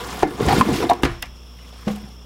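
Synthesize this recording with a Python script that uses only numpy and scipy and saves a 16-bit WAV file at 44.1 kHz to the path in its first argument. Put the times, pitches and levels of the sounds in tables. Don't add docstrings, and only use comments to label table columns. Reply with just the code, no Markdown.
import sys
import numpy as np
from scipy import signal
from scipy.io import wavfile

SR = 44100
rng = np.random.default_rng(int(sys.argv[2]) if len(sys.argv) > 2 else 0)


def wrap_up_sound(samples):
    columns = np.atleast_2d(samples).T
    tamed = np.clip(columns, -1, 1)
    steps = np.round(tamed * 32767).astype(np.int16)
    wavfile.write(sys.argv[1], SR, steps)


def amplitude_ratio(level_db):
    exponent = np.asarray(level_db, float) / 20
    return 10 ** exponent


N = 99225

# (pitch [Hz], level [dB], t60 [s])
BOX_MODES = [(102, -16, .2), (165, -9, .15), (210, -7, .1), (262, -4, .1), (365, -3, .1), (470, -5, .15),
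             (730, -6, .12), (860, -10, .1), (996, -9, .1), (1150, -12, .1), (1430, -14, .13),
             (1730, -17, .13), (2100, -18, .15), (3600, -24, .12)]


def rms_one(x):
    return x / np.sqrt(np.mean(x ** 2) + 1e-20)


def at_hz(points, hz):
    point_hz, point_db = np.transpose(points)
    return np.interp(np.log(hz), np.log(point_hz), point_db)


def drift(rate_hz):
    r = np.exp(-80 * np.pi * rate_hz / SR)
    slow = signal.lfilter([1], [1, -2 * r, r * r], rng.standard_normal(N // 40 + 2002))[2000:]
    return np.interp(np.arange(N) / 40, np.arange(len(slow)), rms_one(slow))


def ring(clicks, hz, t60):
    r, w = amplitude_ratio(-60 / (t60 * SR)), 2 * np.pi * hz / SR
    return signal.lfilter([0, np.sin(w)], [1, -2 * r * np.cos(w), r * r], clicks + 1e-18)


def cut(x, hz, kind, order=2):
    return signal.sosfilt(signal.butter(order, hz, kind, fs=SR, output="sos"), x)


def grains(per_s, spread_db):
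    sizes = amplitude_ratio(spread_db * np.minimum(rng.exponential(1, N), 5)) * rng.choice([-1, 1], N)
    return sizes * (rng.random(N) < per_s / SR)


def coloured(sources, spectrum, patchy_db):
    out = 0
    edges = 60 * 2 ** np.arange(0, 8.6, .5)
    for k, (low, high) in enumerate(zip(edges, edges[1:])):
        band = cut(sources[k % 2], [low, min(high, .45 * SR)], "band")
        band_db = at_hz(spectrum, np.sqrt(low * high)) + patchy_db * drift(41)
        out = out + amplitude_ratio(band_db) * band
    return rms_one(out)


def background():
    # (frequency [Hz], level per Hz [dB])
    air_spectrum = [(47, -39), (80, -16), (91, 18), (242, 6), (338, 8.5), (1310, 0), (1700, -88),
                    (5400, -49.5), (16000, -76.5)]
    # (centre [Hz], width [Hz], level [dB rms])
    whistles = [(1330, 300, -81), (2780, 300, -62), (3350, 310, -58), (5417, 450, -54.5)]
    # (frequency [Hz], level [dB rms])
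    harmonics = [(60, -41), (120, -60), (180, -56.5), (240, -57.5)]
    t = np.arange(N) / SR
    out = amplitude_ratio(-52) * coloured(rng.standard_normal((2, N)), air_spectrum, patchy_db=1.5)
    for hz, width, db in whistles:
        out += amplitude_ratio(db) * rms_one(cut(rng.standard_normal(N), [hz - width / 2, hz + width / 2], "band"))
    for k, (hz, db) in enumerate(harmonics):
        out += np.sqrt(2) * amplitude_ratio(db) * np.sin(2 * np.pi * hz * t + 1.97 * k)
    return out


def hiss():
    # (frequency [Hz], level per Hz [dB])
    card_spectrum = [(710, -41), (1200, 1), (1430, -29), (1630, -6.5), (3550, -8.5), (8080, -16.5),
                     (12900, -22), (16000, -23.5)]
    crackle = amplitude_ratio(-1) * rms_one(grains(per_s=700, spread_db=3.0))
    fibres = [crackle + rms_one(grains(per_s=9000, spread_db=1.5)) for _ in range(2)]
    x = cut(coloured(fibres, card_spectrum, patchy_db=2.0), 900, "high")
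    x = x * amplitude_ratio(1.2 * drift(40))
    return x / np.sqrt(np.mean(cut(x, 3140, "high", order=4) ** 2))


def drumming():
    # (time [s], level [dB])
    weight = [
        (0, -7.5),
        (.36, 2.5),
        (.42, 4.5),
        (.75, 7),
        (.85, 0.5),
        (2.25, 2),
    ]
    hand_damping = .35
    slips = grains(per_s=4000 * amplitude_ratio(2.3 * drift(30)), spread_db=3)
    dealt = rng.integers(0, len(BOX_MODES), N)
    weight_db = np.interp(np.arange(N) / SR, *np.transpose(weight))
    out = 0
    for k, (hz, db, t60) in enumerate(BOX_MODES):
        lowness = np.clip(np.log2(500 / hz), 0, 1)
        out = out + amplitude_ratio(db + weight_db * lowness) * ring(slips * (dealt == k), hz, hand_damping * t60)
    return rms_one(out)


def low_air(drum_db):
    gust_s, rise_s, fall_s = 1.035, 0.0031, 0.099
    t = np.maximum(np.arange(N) / SR - gust_s, 0)
    gust = amplitude_ratio(-22.5) * (1 - np.exp(-t / rise_s)) * np.exp(-t / fall_s)
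    lumps = rms_one(cut(cut(rng.standard_normal(N), 43, "low"), 42, "high"))
    handling = rms_one(cut(rng.standard_normal(N), [60, 140], "band", order=3))
    return gust * lumps + amplitude_ratio(drum_db - 26) * handling


def knocks():
    # (time [s], peak [dB], flap pitch [Hz],
    # t60 [s], crack re peak [dB])
    box_knocks = [(.225, -14.5, 1080, 0.012, -15), (.2305, -3, 372, 0.02, -22),
                  (.2305, -2, 769, 0.034, -21.5), (.2395, -8, 432, 0.03, -48), (.241, -15, 304, 0.15, -50),
                  (.4, -27.5, 1100, 0.018, 2.5), (.407, -8, 432, 0.019, -24),
                  (.464, -17.5, 280, 0.03, -33), (.480, -16, 178, 0.033, -26),
                  (.485, -9.5, 751, 0.036, -4.5), (.492, -12, 887, 0.019, -15),
                  (.499, -12, 800, 0.024, -29), (.508, -8, 840, 0.018, -17), (.515, -10, 750, .03, -16),
                  (.526, -7, 797, 0.029, -19), (.583, -4, 284, 0.01, -26), (.6105, 1, 1047, 0.031, -15.5),
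                  (.618, -9, 234, 0.058, -46), (.66, -13.5, 224, 0.045, -19), (.672, -19, 193, 0.045, -30),
                  (.6885, -4.5, 292, 0.02, -27), (.696, -13, 323, 0.021, -30),
                  (.705, -14.5, 147, 0.074, -40), (.722, -17, 182, 0.078, -39), (.753, -17, 300, .04, -30),
                  (.778, -14.5, 330, 0.04, -25), (.803, -15.5, 420, 0.058, -10.5),
                  (.823, -13, 375, 0.025, -20), (.826, -15, 956, 0.024, -11), (.842, -16, 334, 0.1, -46),
                  (.893, -23.5, 3710, 0.032, -1), (.897, -6, 709, 0.098, -40),
                  (.909, -9.5, 974, 0.088, -15.5), (.934, -34, 1060, 0.025, -1),
                  (0.898, -25, 347.4, 0.29, -42), (1.024, -44, 1500, 0.01, 0),
                     (1.034, -14, 499, 0.02, -6), (1.0332, -6.5, 790, 0.004, -22),
                     (1.035, -10, 232, 0.0084, -8), (1.0515, -7, 500, 0.011, -18),
                     (1.05, -12, 443, 0.019, -10.5), (1.039, -14.5, 131, 0.065, -42),
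                     (1.2205, -39, 1900, .03, -6), (1.2277, -19.5, 2780, 0.015, -7),
                     (1.589, -49, 2930, 0.11, 1.5), (1.728, -41.5, 710, 0.026, -16),
                     (1.76, -41.5, 670, 0.02, -7), (1.8685, -22, 400, .02, -30),
                     (1.8785, -22, 330, 0.04, -20), (1.9, -20, 215, .04, -20),
                     (1.873, -26, 516, 0.084, -13), (1.88, -26.5, 747, 0.05, -3),
                     (1.965, -39, 896, 0.029, -8), (2.038, -36, 138, 0.098, -10),
                  (0.463, -14.5, 74, 0.079, -62),
        (.6, -13, 161, 0.045, -60),
        (.916, -2.5, 733, 0.036, -27.5),
        (1.035, -10, 66, 0.077, -62),
        (1.051, -8, 296, 0.016, -12),
    ]
    partner, partner_db = 1.13, -9
    box_db, box_slope_db, box_luck_db = -15, 2.5, 4.45
    crack_s, tail_s, tail_db = 0.0053, 0.054, -19.5
    fade_bend = 1.4

    rows = box_knocks
    out, t = np.zeros(N + SR), np.arange(SR // 2) / SR
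    luck, body = rng.normal(0, 1, (80, 20)), np.zeros((len(BOX_MODES), N))
    noise = rms_one(cut(cut(rng.standard_normal(N + SR), 530, "high"), 2020, "low"))
    wobble = np.resize(amplitude_ratio(4 * drift(63)), N + SR)
    for (s, db, hz, t60, crack_db), z in zip(rows, luck):
        i = int(s * SR)
        here = slice(i, i + len(t))
        swing = np.sin(2 * np.pi * hz * t)
        swing += amplitude_ratio(partner_db) * np.sin(2 * np.pi * hz * partner * t + z[19])
        swing *= wobble[here] ** np.minimum(3 * t / t60, 1)
        swing *= (1 - np.exp(-t * hz * 2)) * amplitude_ratio(-60 * (t / t60) ** fade_bend)
        crack_fade = np.exp(-t / crack_s) + amplitude_ratio(tail_db) * np.exp(-t / tail_s)
        crack = amplitude_ratio(crack_db) * noise[here] * crack_fade
        out[here] += amplitude_ratio(db) * (crack - swing)
        for k, (mode_hz, mode_db, _) in enumerate(BOX_MODES):
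            octaves = abs(np.log2(mode_hz / hz))
            click_db = db + box_db + mode_db - box_slope_db * octaves + box_luck_db * z[k]
            body[k, i] += amplitude_ratio(click_db) * np.sign(z[k + 1])
    return out[:N] + sum(ring(clicks, hz, t60) for clicks, (hz, _, t60) in zip(body, BOX_MODES))


def snaps():
    # (time [s], peak [dB], decay [s], lowest frequency [Hz])
    bursts = [(0.228, -31, 0.0034, 3020), (.486, -38, 0.0027, 3000), (0.897, -25.5, 0.0096, 2940),
              (0.934, -26.5, 0.0018, 4000), (1.024, -42, .02, 5500), (1.034, -21, 0.002, 1780),
              (1.0455, -30, 0.008, 5000), (1.2224, -29, 0.00057, 4970), (1.225, -22.5, 0.003, 2480),
              (1.882, -39.5, 0.011, 3030), (1.256, -48, .012, 4000), (1.959, -41, 0.0069, 5030)]
    t, noise = np.arange(N) / SR, rng.standard_normal(N)
    out = np.zeros(N)
    for s, db, fall_s, hz in bursts:
        band = cut(cut(noise, hz, "high"), min(0.3 * hz, .45 * SR), "low", order=1)
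        fade = (t >= s) * np.exp(-np.maximum(t - s, 0) / fall_s)
        out += amplitude_ratio(db) * fade * rms_one(band)
    return out


def rings():
    # (time [s], peak [dB], pitch [Hz], t60 [s])
    free_modes = [(.2329, -3, 395, .035), (.2326, -12, 510, .05), (.256, -25, 420, .2),
                  (1.1, -24, 110, .15), (1.8718, -12, 208, .1), (1.0355, -2, 290, .016),
                  (.2325, -8, 800, .05), (.232, -25, 1590, 0.024), (.25, -26, 747, .15),
                  (1.052, -22, 342.3, .33), (1.052, -17.5, 497, 0.074), (1.226, -26, 1940, 0.054),
                  (1.2255, -29, 2850, 0.056), (1.226, -29, 3460, .03), (1.2255, -25, 5050, 0.017),
                  (1.06, -33, 1733, .3), (1.062, -35, 1432, .25), (1.874, -27, 635, 0.12),
                  (1.876, -24.5, 804, 0.097), (1.878, -31, 1103, 0.089), (1.905, -22, 206.5, .35),
                  (1.962, -40, 749, 0.24), (2.03, -32.5, 205, 0.12), (2.07, -46, 752, 0.21)]
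    out = np.zeros(N)
    for s, db, hz, t60 in free_modes:
        i = int(s * SR)
        click = np.zeros(N - i)
        click[0] = -amplitude_ratio(db)
        out[i:] += ring(click, hz, t60)
    return out


def squeaks():
    # (time [s], length [s], pitch [Hz], level [dB])
    rubs = [(.42, 0.013, 1970, -38), (.49, 0.047, 1880, -29), (.508, .02, 4300, -28),
            (0.546, 0.034, 1450, -29), (0.56, .016, 3680, -32), (.577, 0.013, 2280, -31),
            (0.71, .014, 2420, -47), (.73, .045, 5360, -40), (0.734, 0.036, 2110, -36),
            (0.76, 0.017, 3500, -37.5), (.79, 0.058, 5400, -40), (0.822, 0.016, 4000, -44),
            (1.234, .04, 2300, -46), (1.055, 0.06, 1212, -46), (.665, .04, 6000, -44),
            (.67, .03, 11000, -48), (1.09, .05, 10500, -58)]
    width = 0.078
    t, noise = np.arange(N) / SR, rng.standard_normal(N)
    out = np.zeros(N)
    for s, length, hz, db in rubs:
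        swell = np.sqrt(np.sin(np.pi * np.clip((t - s) / length, 0, 1)) + 1e-12)
        out += amplitude_ratio(db) * swell * rms_one(ring(noise, hz, 2.8 / (width * hz)))
    return out


def ticks():
    # (time [s], peak [dB])
    edges_let_go = [
        (1.2227, -26),
        (1.2246, -5),
        (1.2251, -14),
    ]
    out = np.zeros(N)
    for s, db in edges_let_go:
        out[int(s * SR)] = amplitude_ratio(db)
    return cut(out, 7000, "high")


def room(x):
    t60, wall_cut_hz = 0.19, 4200
    out, dull = np.zeros(N), np.exp(-2 * np.pi * wall_cut_hz / SR)
    lags = (rng.uniform(.012, 0.032, 10) * SR).astype(int)
    for k, lag in enumerate(lags):
        loop, gain, state = x.copy(), amplitude_ratio(-60 * lag / SR / t60), [0.]
        for i in range(lag, N, lag):
            back, state = signal.lfilter([gain * (1 - dull)], [1, -dull], loop[i - lag:i], zi=state)
            loop[i:i + lag] += back[:N - i]
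        out += (loop - x) * (-1) ** k
    return out


def scene():
    # (time [s], hiss [dB], drumming of the panels [dB])
    slide = [(0, -42.5, -27), (.12, -41, -29.5), (0.229, -39, -27), (.24, -47, -19), (0.372, -47.5, -35.5),
             (0.408, -42, -22), (.5, -33.5, -17.5), (0.604, -32, -18), (.635, -38, -25), (0.689, -37, -17),
             (.79, -34.5, -32.5), (0.836, -39.5, -18), (.885, -47.5, -31.5), (1.02, -55.5, -38),
             (1.3, -64, -60.5), (1.84, -54, -51.5), (1.9, -48, -37.5), (2.25, -66, -56.5)]
    t = np.arange(N) / SR
    times, hiss_points, drum_points = np.transpose(slide)
    hiss_db = np.interp(t, times, hiss_points)
    drum_db = np.interp(t, times, drum_points)
    sliding = amplitude_ratio(hiss_db + 1.67) * hiss() + amplitude_ratio(drum_db - 2) * drumming()
    box = sliding + knocks() + snaps() + rings() + squeaks() + ticks()
    return (box + amplitude_ratio(-21.5) * room(box) + low_air(drum_db) + background())[None]


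def top_cut(x):
    return signal.sosfilt(signal.butter(12, 16990, fs=SR, output="sos"), x)


def record(dry):
    limit_db, release_db_per_s, top = -6, 70, 1.0
    self_noise = amplitude_ratio(-62) * cut(rng.standard_normal(N), 5000, "high")
    dry = cut(dry, 25, "high", order=3) + self_noise
    over_db = np.maximum(20 * np.log10(np.abs(dry) + 1e-9) - limit_db, 0)
    slope = release_db_per_s * np.arange(N) / SR
    duck_db = np.maximum(np.maximum.accumulate(over_db + slope, axis=1) - slope, 0)
    x = dry * amplitude_ratio(-.6 * signal.lfilter([.002], [1, -.998], duck_db))
    rounded = top * np.tanh(x / top)
    mix = signal.sosfilt(signal.cheby2(12, 24, 15900 * 1.01, fs=SR, output="sos"), rounded)
    return top_cut(mix)


dry = scene()
out = record(dry)
wrap_up_sound(out)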